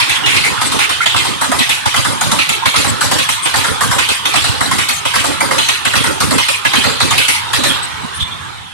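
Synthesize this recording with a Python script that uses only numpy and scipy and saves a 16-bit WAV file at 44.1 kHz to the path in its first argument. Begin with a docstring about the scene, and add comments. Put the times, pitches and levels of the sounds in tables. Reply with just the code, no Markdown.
"""An express train rushes past

A train passes a few metres away and draws off after its last coach. Every axle bangs over two rail
joints, one up the line and one down the line: thud, clank, ringing steel, rattle. Under the blows
the wheels roar on the rails. Now and then steel squeaks or knocks, or the track gives a hollow
thump, and a gust of wind follows the train."""
import sys
import numpy as np
from scipy import signal
from scipy.fft import rfft, irfft, next_fast_len
from scipy.io import wavfile
from scipy.ndimage import uniform_filter1d

SR = 44100
rng = np.random.default_rng(int(sys.argv[2]) if len(sys.argv) > 2 else 0)


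def dump_mix(stems):
    """Bounce the given channels to the path in sys.argv[1] as a 16-bit WAV at rate SR."""
    frames = np.atleast_2d(stems).T  # one column per channel
    limited = np.clip(frames, -1, 1)  # hard clip at full scale
    pcm = np.round(limited * 32767).astype(np.int16)
    wavfile.write(sys.argv[1], SR, pcm)


N = 384993
BLOW_SIZE = 2 ** 14  # samples in one short sound
BLOW_TIME, BLOW_HZ = np.arange(BLOW_SIZE) / SR, np.fft.rfftfreq(BLOW_SIZE, 1 / SR)
SCENE_TIME, SCENE_HZ = np.arange(N) / SR, np.fft.rfftfreq(2 * next_fast_len(N // 2 + 1), 1 / SR)
SPEED_M_PER_S = 27.92

# How each bogie (a frame with two axles under a coach) hits the up and down joints, in running order:
# (rattle [dB], thud [dB], up clank [dB], up ring [dB], up ring pitch [Hz],
#  down clank [dB], down ring [dB], down clank pitch [Hz])
BOGIES = [(-1.5, -6.5, -12.5, -6.5, 2400, -13, -13, 1300), (-2, -1.5, -11, -5.5, 2800, -11, -13, 1250),
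          (-3.5, -5.5, -9.5, -8, 2100, -12, -16, 1000), (-2, -5.5, -9.5, -5.5, 3500, -7.5, -21, 1600),
          (0.5, -3, -12.5, -6, 2560, -7, -19, 2000), (-0.5, 0.5, -6.5, -10.5, 4700, -9, -13, 1500),
          (-1.5, -1.5, -10, -7, 2300, -9, -14, 1000), (2, 0.5, -3.5, -6.5, 4000, -7.5, -11, 880),
          (0.5, -3, -7.5, -9, 3800, -6, -15.5, 1800), (0.5, -1, -13, -11.5, 2400, -5, -29, 1800),
          (1, -2, -9, -7, 2500, -10.5, -8, 720), (-1, -1.5, -9, -8, 3600, -7.5, -19, 1270),
          (1.5, -3, -8, -10.5, 2200, -10, -15, 1500), (-1.5, -1.5, -8.5, -9, 2940, -6.5, -17, 2300),
          (1, 0.5, -5.5, -5.5, 3900, -6.5, -30, 1800), (0.5, 3, -5.5, -7, 2440, -8, -17, 760),
          (0.5, -0.5, -8.5, -6, 3000, -6, -5.5, 2200), (-1, 2.5, -7, -7.5, 3200, -6.5, -7, 1300),
          (4, -0.5, -10.5, -3.5, 2600, -11.5, -5.5, 1100)]
# The bright tone of rattling, scraping steel: (frequency [Hz], level [dB])
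RATTLE_TONE = [(3000, -0.5), (4900, 0.5), (6500, -1.5), (8300, 2), (10000, 0), (11500, -7), (13500, -13),
               (15000, -31)]


def gain_of(db):
    """Turns decibels into a number to multiply by."""
    return 10 ** (np.asarray(db) / 20)


def evened(x):
    """Scales a signal to an average power of one."""
    return x / np.sqrt(np.mean(x ** 2) + 1e-20)


def curve_at(points, hz):
    """Joins a table's points with straight lines on a musical (log) frequency scale."""
    point_hz, value = np.transpose(points)
    return np.interp(np.log(hz + 1), np.log(point_hz + 1), value)


def band(points, hz):
    """The gain at each frequency of a tone table, fading beyond its first and last points."""
    inside = np.minimum(hz / points[0][0], 1) * np.minimum(points[-1][0] / (hz + 1), 1)
    return gain_of(curve_at(points, hz)) * inside ** 2


def add(mix, start_s, sound):
    """Lays a stereo sound into the mix."""
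    part = mix[:, max(round(start_s * SR), 0):][:, :sound.shape[1]]
    part += sound[:, :part.shape[1]]


def drift(size, per_s):
    """A random wobble that changes about per_s times a second."""
    position = np.arange(size) * per_s / SR
    return 0.38 * np.interp(position, np.arange(size // 16), rng.standard_normal(size // 16))


def noise(gain, hz, lag_ms):
    """Shaped noise at two microphones of opposite polarity; the left one hears it lag_ms later."""
    # How alike the two sides are: (frequency [Hz], likeness [ratio, held to 0..1 below])
    likeness = [(30, 0.15), (100, .97), (400, 1.15), (800, 0.72), (1500, 0.16), (2600, 0.27), (4000, -0.46),
                (6500, -0.23), (14000, 0.2)]
    same = np.clip(curve_at(likeness, hz), 0, 1)
    a, b, c, d = rng.standard_normal((4, len(hz)))
    left, unrelated = a + 1j * b, c + 1j * d
    phase_turn = -np.exp(1j * (0.38 + 2 * np.pi * hz * lag_ms / 1000))
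    right = same * phase_turn * left + np.sqrt(1 - same ** 2) * unrelated
    return evened(irfft(gain * np.array([left, right])))


def burst(t, rise_s, fall_s, steep):
    """A quick rise, then a fall that gathers pace when steep is over 1."""
    t = np.maximum(t, 0)
    return (1 - np.exp(-t / rise_s)) * np.exp(-(t / fall_s) ** steep)


def patchy(x, depth_db, size):
    """Resonances swell and fade at random; a smaller size gives wider, quicker patches."""
    frames = dict(nperseg=size, noverlap=size - size // 4)
    spectra = signal.stft(x, **frames)[2]
    patches = uniform_filter1d(rng.standard_normal(spectra.shape[1:]), size=4, axis=0)
    patches = evened(uniform_filter1d(patches, size=16, axis=1))
    return signal.istft(spectra * evened(gain_of(depth_db * patches)), **frames)[1][:, :N]


def axle_times(along_m, first_s=-0.0105):
    """When each axle reaches a point along_m beyond the up joint."""
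    coach_m, across_coupling_m, axle_gap_m = 22.3, 7.52, 2.9
    bogie, trailing = np.divmod(np.arange(2 * len(BOGIES)), 2)
    behind_m = bogie // 2 * coach_m + bogie % 2 * across_coupling_m + trailing * axle_gap_m
    return first_s + (behind_m + along_m) / SPEED_M_PER_S


def blows(along_m, pattern, bogies, trailing_pitch):
    """One blow an axle: its bogie's strength and pitch, shaded by its place around the coupling."""
    for k, start_s in enumerate(axle_times(along_m)):
        clank_db, ring_db, rattle_db, weight_db, clank_hz, ring_hz = bogies[k // 2]
        clank, ring, rattle, length = pattern[k % len(pattern)]
        clank_hz *= trailing_pitch ** (k % 2)  # a bogie's second axle clanks lower
        yield (start_s, clank_db + clank, ring_db + ring, rattle_db + rattle,
               weight_db, clank_hz, ring_hz, length)


def steel_ring(t, modes, detune, scatter_db, doppler=1):
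    """Struck steel's own notes (modes) die away; no two wheels are worn quite alike."""
    hz, db, fade_s = np.transpose(modes)[:, :, None]
    hz = hz * doppler * (1 + detune * rng.standard_normal(hz.shape))
    strength = gain_of(db + scatter_db * rng.standard_normal(db.shape))
    rings = strength / np.linalg.norm(strength) * np.exp((2j * np.pi * hz - np.log(1000) / fade_s) * t)
    stereo_phases = np.exp(2j * np.pi * rng.random((2, len(modes))))
    return (stereo_phases @ rings).real


def knock(t, pitch_hz, fall_s):
    """Five close low notes of steel make a short, hard clank."""
    notes = steel_ring(t, [(pitch_hz, 0, .13)] * 5, detune=.055, scatter_db=2.1)
    return notes * burst(t - .002, 0.0022, fall_s, 1.6)


def ping(t, pitch_hz, length):
    """Seven close high notes of steel sing briefly."""
    notes = steel_ring(t, [(pitch_hz, 0, 1)] * 7, detune=.03, scatter_db=2.1)
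    return notes * burst(t - .004, 0.0051, 0.1 * np.sqrt(length), 1.6)


def rail_joint(axles, ring_tone, thud_db, thud_s, clank_s, ring_s, rattle_s,
               wheel_db, knock_db, knock_s, ping_db, crack_db, doppler, lag_ms):
    """Each axle drops onto the rail end: the treble comes first, the track bed answers last."""
    # The tones of the deep thud and the mid-range clank: (frequency [Hz], level [dB])
    thud_tone = [(25, -25), (50, -16.5), (85, -1), (125, 3.5), (190, -4), (270, -0.5), (360, -10),
                 (580, -5.5), (680, -28.5), (1000, -16)]
    clank_tone = [(400, -42), (550, -8.5), (690, -4), (860, 0.5), (1250, 1.5), (1700, -4.5), (2100, -3.5),
                  (3000, -57)]
    # A wheel's own notes: (pitch at rest [Hz], level [dB], time to fade by 60 dB [s])
    wheel_modes = [(2200, -23, 0.18), (2633, 5.5, 0.27), (2730, 6, 0.25), (3230, -0.5, 0.36),
                   (3360, -2.5, 0.45), (3680, -5, 0.21), (4250, -7.5, 0.4)]
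    out, t, hz = np.zeros((2, N)), BLOW_TIME, BLOW_HZ
    for start_s, clank_db, ring_db, rattle_db, weight_db, clank_hz, ring_hz, length in axles:
        # every blow has its own uneven resonances
        uneven = gain_of(3.44 * np.interp(hz, np.linspace(0, SR / 2, 200), rng.standard_normal(200)))
        chatter = gain_of(0.71 * drift(BLOW_SIZE, per_s=115))  # brake gear and springs shake loosely
        grit = gain_of(1.3 * drift(BLOW_SIZE, per_s=279))
        thud, clank, ring, rattle = (noise(band(tone, hz) * uneven, hz, lag_ms)
                                     for tone in (thud_tone, clank_tone, ring_tone, RATTLE_TONE))
        thud *= gain_of(weight_db + thud_db) * burst(t, 0.012, thud_s * length, 3.8)
        clank *= gain_of(clank_db - 4) * burst(t - .002, 0.0012, clank_s * length, 1)
        ring *= gain_of(ring_db - 5.5) * burst(t, 0.0022, ring_s * length, 1.16)
        crack = gain_of(crack_db) * burst(t - .003, 0.00067, 0.0059, 1.1)  # steel first bites steel
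        rattle *= gain_of(rattle_db - 0.6) * (burst(t, 0.00023, rattle_s * length, 1.8) + crack)
        wheel = steel_ring(t, wheel_modes, detune=0.005, scatter_db=3, doppler=doppler)
        wheel *= gain_of(ring_db + wheel_db) * burst(t, 0.011, 0.12, 1.8)
        notes = gain_of(clank_db + knock_db) * knock(t, clank_hz, knock_s)
        notes += gain_of(ring_db + ping_db) * ping(t, ring_hz, length)
        add(out, start_s, thud + chatter * (clank + ring) + grit * rattle + wheel + notes)
    return out


def up_joint(clank_hz=1002):
    """Wheels coming closer strike the first joint with light, long-ringing blows."""
    # The four axles around a coupling: (clank [dB], ring [dB], rattle [dB], length [factor])
    pattern = [(0.5, 0.5, -19, 1.06), (-1.5, -1, -17.5, 0.99), (1.5, 0.5, -20, 0.93), (-1.5, 1, -17.5, 1)]
    # This joint's ringing tone: (frequency [Hz], level [dB])
    ring_tone = [(1400, -13), (2000, -2), (2700, -1), (3400, -0.5), (4100, -5), (4900, -11), (7000, -22)]
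    bogies = [(clank, ring, rattle, thud, clank_hz, hz) for rattle, thud, clank, ring, hz, *_ in BOGIES]
    axles = blows(0, pattern, bogies, trailing_pitch=0.99)
    return rail_joint(axles, ring_tone, thud_db=-17, thud_s=0.042, clank_s=0.025, ring_s=0.079,
                      rattle_s=0.088, wheel_db=-5.5, knock_db=-6.5, knock_s=0.012, ping_db=-11.5,
                      crack_db=-2, doppler=0.96, lag_ms=0.021)


def rolling(loudest_at_m=10.64, reach_m=2.9):
    """Rough wheels roar and hiss on the rail and the track bed rumbles, swelling as each bogie passes."""
    # The whole train's rolling noise, falling as it draws away: (time [s], level [dB])
    train_level = [(0, -19), (2, -24.5), (4, -23.5), (6.5, -25), (7.8, -23), (8.1, -25.5), (8.4, -27.5),
                   (8.73, -33)]
    # The tones of the roar, the rumble and the hiss: (frequency [Hz], level [dB])
    roar_tone = [(350, -15), (650, -9.5), (860, 4), (1300, 4), (1700, 0), (2300, -3), (2700, -3),
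                 (3400, 0.5), (4100, -6), (5000, -15), (8000, -20)]
    rumble_tone = [(20, -22), (45, -32), (85, -1), (130, 1.5), (190, -6), (270, -8), (400, -5.5),
                   (620, -14.5), (1100, -33)]
    hiss_tone = [(3000, 0.5), (5000, 1.5), (6500, -1.5), (8300, 0), (10000, 1.5), (11500, -12),
                 (13500, -29)]
    train_db = np.interp(SCENE_TIME, *np.transpose(train_level))
    coarse_time = np.linspace(0, SCENE_TIME[-1], N // 128)
    away_m = SPEED_M_PER_S * (coarse_time[:, None] - axle_times(loudest_at_m))
    nearness = np.interp(SCENE_TIME, coarse_time, np.sqrt(np.exp(-(away_m / reach_m) ** 2).sum(1)))
    bumps = drift(N, per_s=50)

    def layer(tone, far_db, near_db, bumpiness, lag_ms, patchy_db, size):
        """One band of noise, from the whole train and the nearest axles together."""
        level = np.hypot(gain_of(train_db + far_db), gain_of(near_db) * nearness)
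        steady = noise(band(tone, SCENE_HZ), SCENE_HZ, lag_ms)
        return level * gain_of(bumpiness * bumps) * patchy(steady, patchy_db, size)

    roar = layer(roar_tone, 0, -31, bumpiness=0.62, lag_ms=0.14, patchy_db=3.5, size=1024)
    rumble = layer(rumble_tone, -11.5, -31.5, bumpiness=2, lag_ms=0.15, patchy_db=4.5, size=1024)
    hiss = layer(hiss_tone, -12.5, -34, bumpiness=0.57, lag_ms=0.26, patchy_db=3.5, size=512)
    return roar + rumble + hiss


def wake():
    """Air dragged along by the train buffets each microphone on its own."""
    # The wind's strength: (time [s], level [dB])
    wind_level = [(0, -43), (7.7, -40.5), (8.2, -31.5), (8.73, -42)]
    # Its deep tone: (frequency [Hz], level [dB])
    wind_tone = [(20, -40), (85, 3), (150, -1), (350, -23)]
    phases = np.exp(2j * np.pi * rng.random((2, len(SCENE_HZ))))
    eddies = evened(irfft(band(wind_tone, SCENE_HZ) * phases)[:, :N])
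    gusts_db = 9.5 * drift(N, per_s=26)
    return gain_of(np.interp(SCENE_TIME, *np.transpose(wind_level)) + gusts_db) * eddies


def steel_squeaks(scrape_db=-9):
    """Brief squeaks, grinds and rings of steel: a thin whistle or a wide band, with a scrape."""
    # Each sound: (time [s], pitch [Hz], level [dB], length [s], spread to either side [Hz])
    squeaks = [(0.147, 3280, -16, 0.038, 300), (0.248, 2390, -14, 0.16, 603),
               (0.427, 2200, -12, 0.078, 262), (0.648, 8040, -20, 0.049, 220),
               (0.792, 2360, -12.5, 0.085, 600), (1.002, 2100, -14.5, 0.057, 220),
               (2.87, 7840, -16.5, 0.045, 220), (3.418, 8600, -19.5, 0.051, 220),
               (4.948, 6470, -28, 0.062, 220), (7.817, 8160, -25, 0.053, 220),
               (8.133, 9450, -27.5, 0.065, 220), (8.188, 3440, -21.5, 0.061, 453)]
    out, hz = np.zeros((2, N)), BLOW_HZ
    for start_s, pitch_hz, db, length_s, spread_hz in squeaks:
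        whistle = noise(1 / (1 + ((hz - pitch_hz) / spread_hz) ** 2), hz, lag_ms=0)
        scrape = gain_of(scrape_db) * noise(band(RATTLE_TONE, hz), hz, lag_ms=0)
        size = round(length_s * SR)
        add(out, start_s, gain_of(db) * (whistle + scrape)[:, :size] * signal.windows.tukey(size, .7))
    return out


def stray_knocks(clink_above_hz=2300):
    """Stray knocks and clinks of steel, some from wheels striking a farther rail joint."""
    # Each strike: (time [s], pitch [Hz], level [dB])
    strikes = [(.232, 2830, -8.5), (1.003, 1373, 0.5), (2.621, 975, -8.5), (7.005, 3970, -7.5),
               (7.69, 3320, -9.5), (8.2, 3530, -13), (8.303, 3500, -19)]
    out, t = np.zeros((2, N)), BLOW_TIME
    for start_s, hz, db in strikes:
        strike = ping(t, hz, length=0.33) if hz > clink_above_hz else knock(t, hz, fall_s=0.045)
        add(out, start_s, gain_of(db) * strike)
    return out


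def down_joint(joint_gap_m=9.87, ring_hz=3980):
    """The same wheels, going away, strike the second joint with heavy, dull blows."""
    # The four axles around a coupling: (clank [dB], ring [dB], rattle [dB], length [factor])
    pattern = [(-0.17, -2.5, -21, 1.26), (-1.7, -2.5, -19.5, 1.44), (0, -1.5, -16, 1.24),
               (-0.42, -1, -16.5, 1.19)]
    # This joint's ringing tone: (frequency [Hz], level [dB])
    ring_tone = [(1400, -4.5), (2000, -5.5), (2500, 1), (3000, -2), (4050, 2), (4900, -6), (7000, -33)]
    bogies = [(clank, ring, rattle, thud, hz, ring_hz) for rattle, thud, *_, clank, ring, hz in BOGIES]
    axles = blows(joint_gap_m, pattern, bogies, trailing_pitch=0.85)
    return rail_joint(axles, ring_tone, thud_db=-17.5, thud_s=0.083, clank_s=0.032, ring_s=0.08,
                      rattle_s=0.07, wheel_db=-16, knock_db=-2.5, knock_s=0.049, ping_db=-14,
                      crack_db=-16.5, doppler=0.92, lag_ms=0.25)


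def low_thumps():
    """Short hollow booms from the track; the last is a wheel on a distant joint."""
    # Each thump: (time [s], pitch [Hz], level [dB], length [s])
    thumps = [(1.491, 246, -18.5, .033), (7.582, 271, -19, 0.046), (7.654, 242, -23, 0.067),
              (8.032, 200, -18.5, 0.027), (8.209, 85, -17.5, 0.028)]
    out = np.zeros((2, N))
    for start_s, pitch_hz, db, length_s in thumps:
        boom = noise(1 / (1 + ((BLOW_HZ - pitch_hz) / 55) ** 2) ** 2, BLOW_HZ, lag_ms=0.48)
        add(out, start_s, gain_of(db) * boom * burst(BLOW_TIME, 0.0051, length_s, 3.2))
    return out


def gain_control(x, limit_db=-14, squeeze=0.27, recovery_db_per_s=110, boost_db=1.22):
    """Turns each loud blow down within a few milliseconds, then lets the level come back."""
    pole = np.exp(-1 / (.005 * SR))
    smoothing = [1 - pole], [1, -pole]
    power_db = 10 * np.log10(signal.lfilter(*smoothing, (x ** 2).mean(0)) + 1e-12)
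    fall_db = np.arange(N) * recovery_db_per_s / SR
    peak_db = np.maximum.accumulate(power_db + fall_db) - fall_db
    over_db = np.maximum(peak_db - limit_db, 0)
    return x * gain_of(boost_db - squeeze * signal.lfilter(*smoothing, over_db))


def scene():
    """The clatter of both joints and the stray knocks, over rolling noise, wind, thumps and squeaks."""
    clatter = patchy(up_joint() + down_joint() + stray_knocks(), depth_db=2.5, size=256)
    return clatter + rolling() + wake() + low_thumps() + steel_squeaks()


def record(dry, ceiling=0.99, top_hz=14500):
    """Two microphones, gain control, overload on the loudest peaks, then a cut of the highest treble."""
    # The left side favours the treble, the right the rest: (frequency [Hz], left minus right [dB])
    balance = [(60, -2.5), (300, -4), (1300, -4.5), (1600, -5), (1950, -0.5), (2700, -5.5), (3900, -3),
               (5500, 5), (8500, 10.5), (10500, 5), (12000, -1), (14500, 0)]
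    size = next_fast_len(N + 2048)
    ratio = gain_of(curve_at(balance, np.fft.rfftfreq(size, 1 / SR)))
    side_gains = np.array([ratio, np.ones_like(ratio)]) * np.sqrt(2 / (1 + ratio ** 2))
    heard = gain_control(irfft(rfft(dry, size) * side_gains, size)[:, :N])
    clipped = heard / (1 + (heard / ceiling) ** 8) ** (1 / 8)
    treble_cut = signal.firwin(255, top_hz, window=("kaiser", 8), fs=SR)
    return signal.oaconvolve(clipped, treble_cut[None], "same")


dry = scene()
out = record(dry)
dump_mix(out)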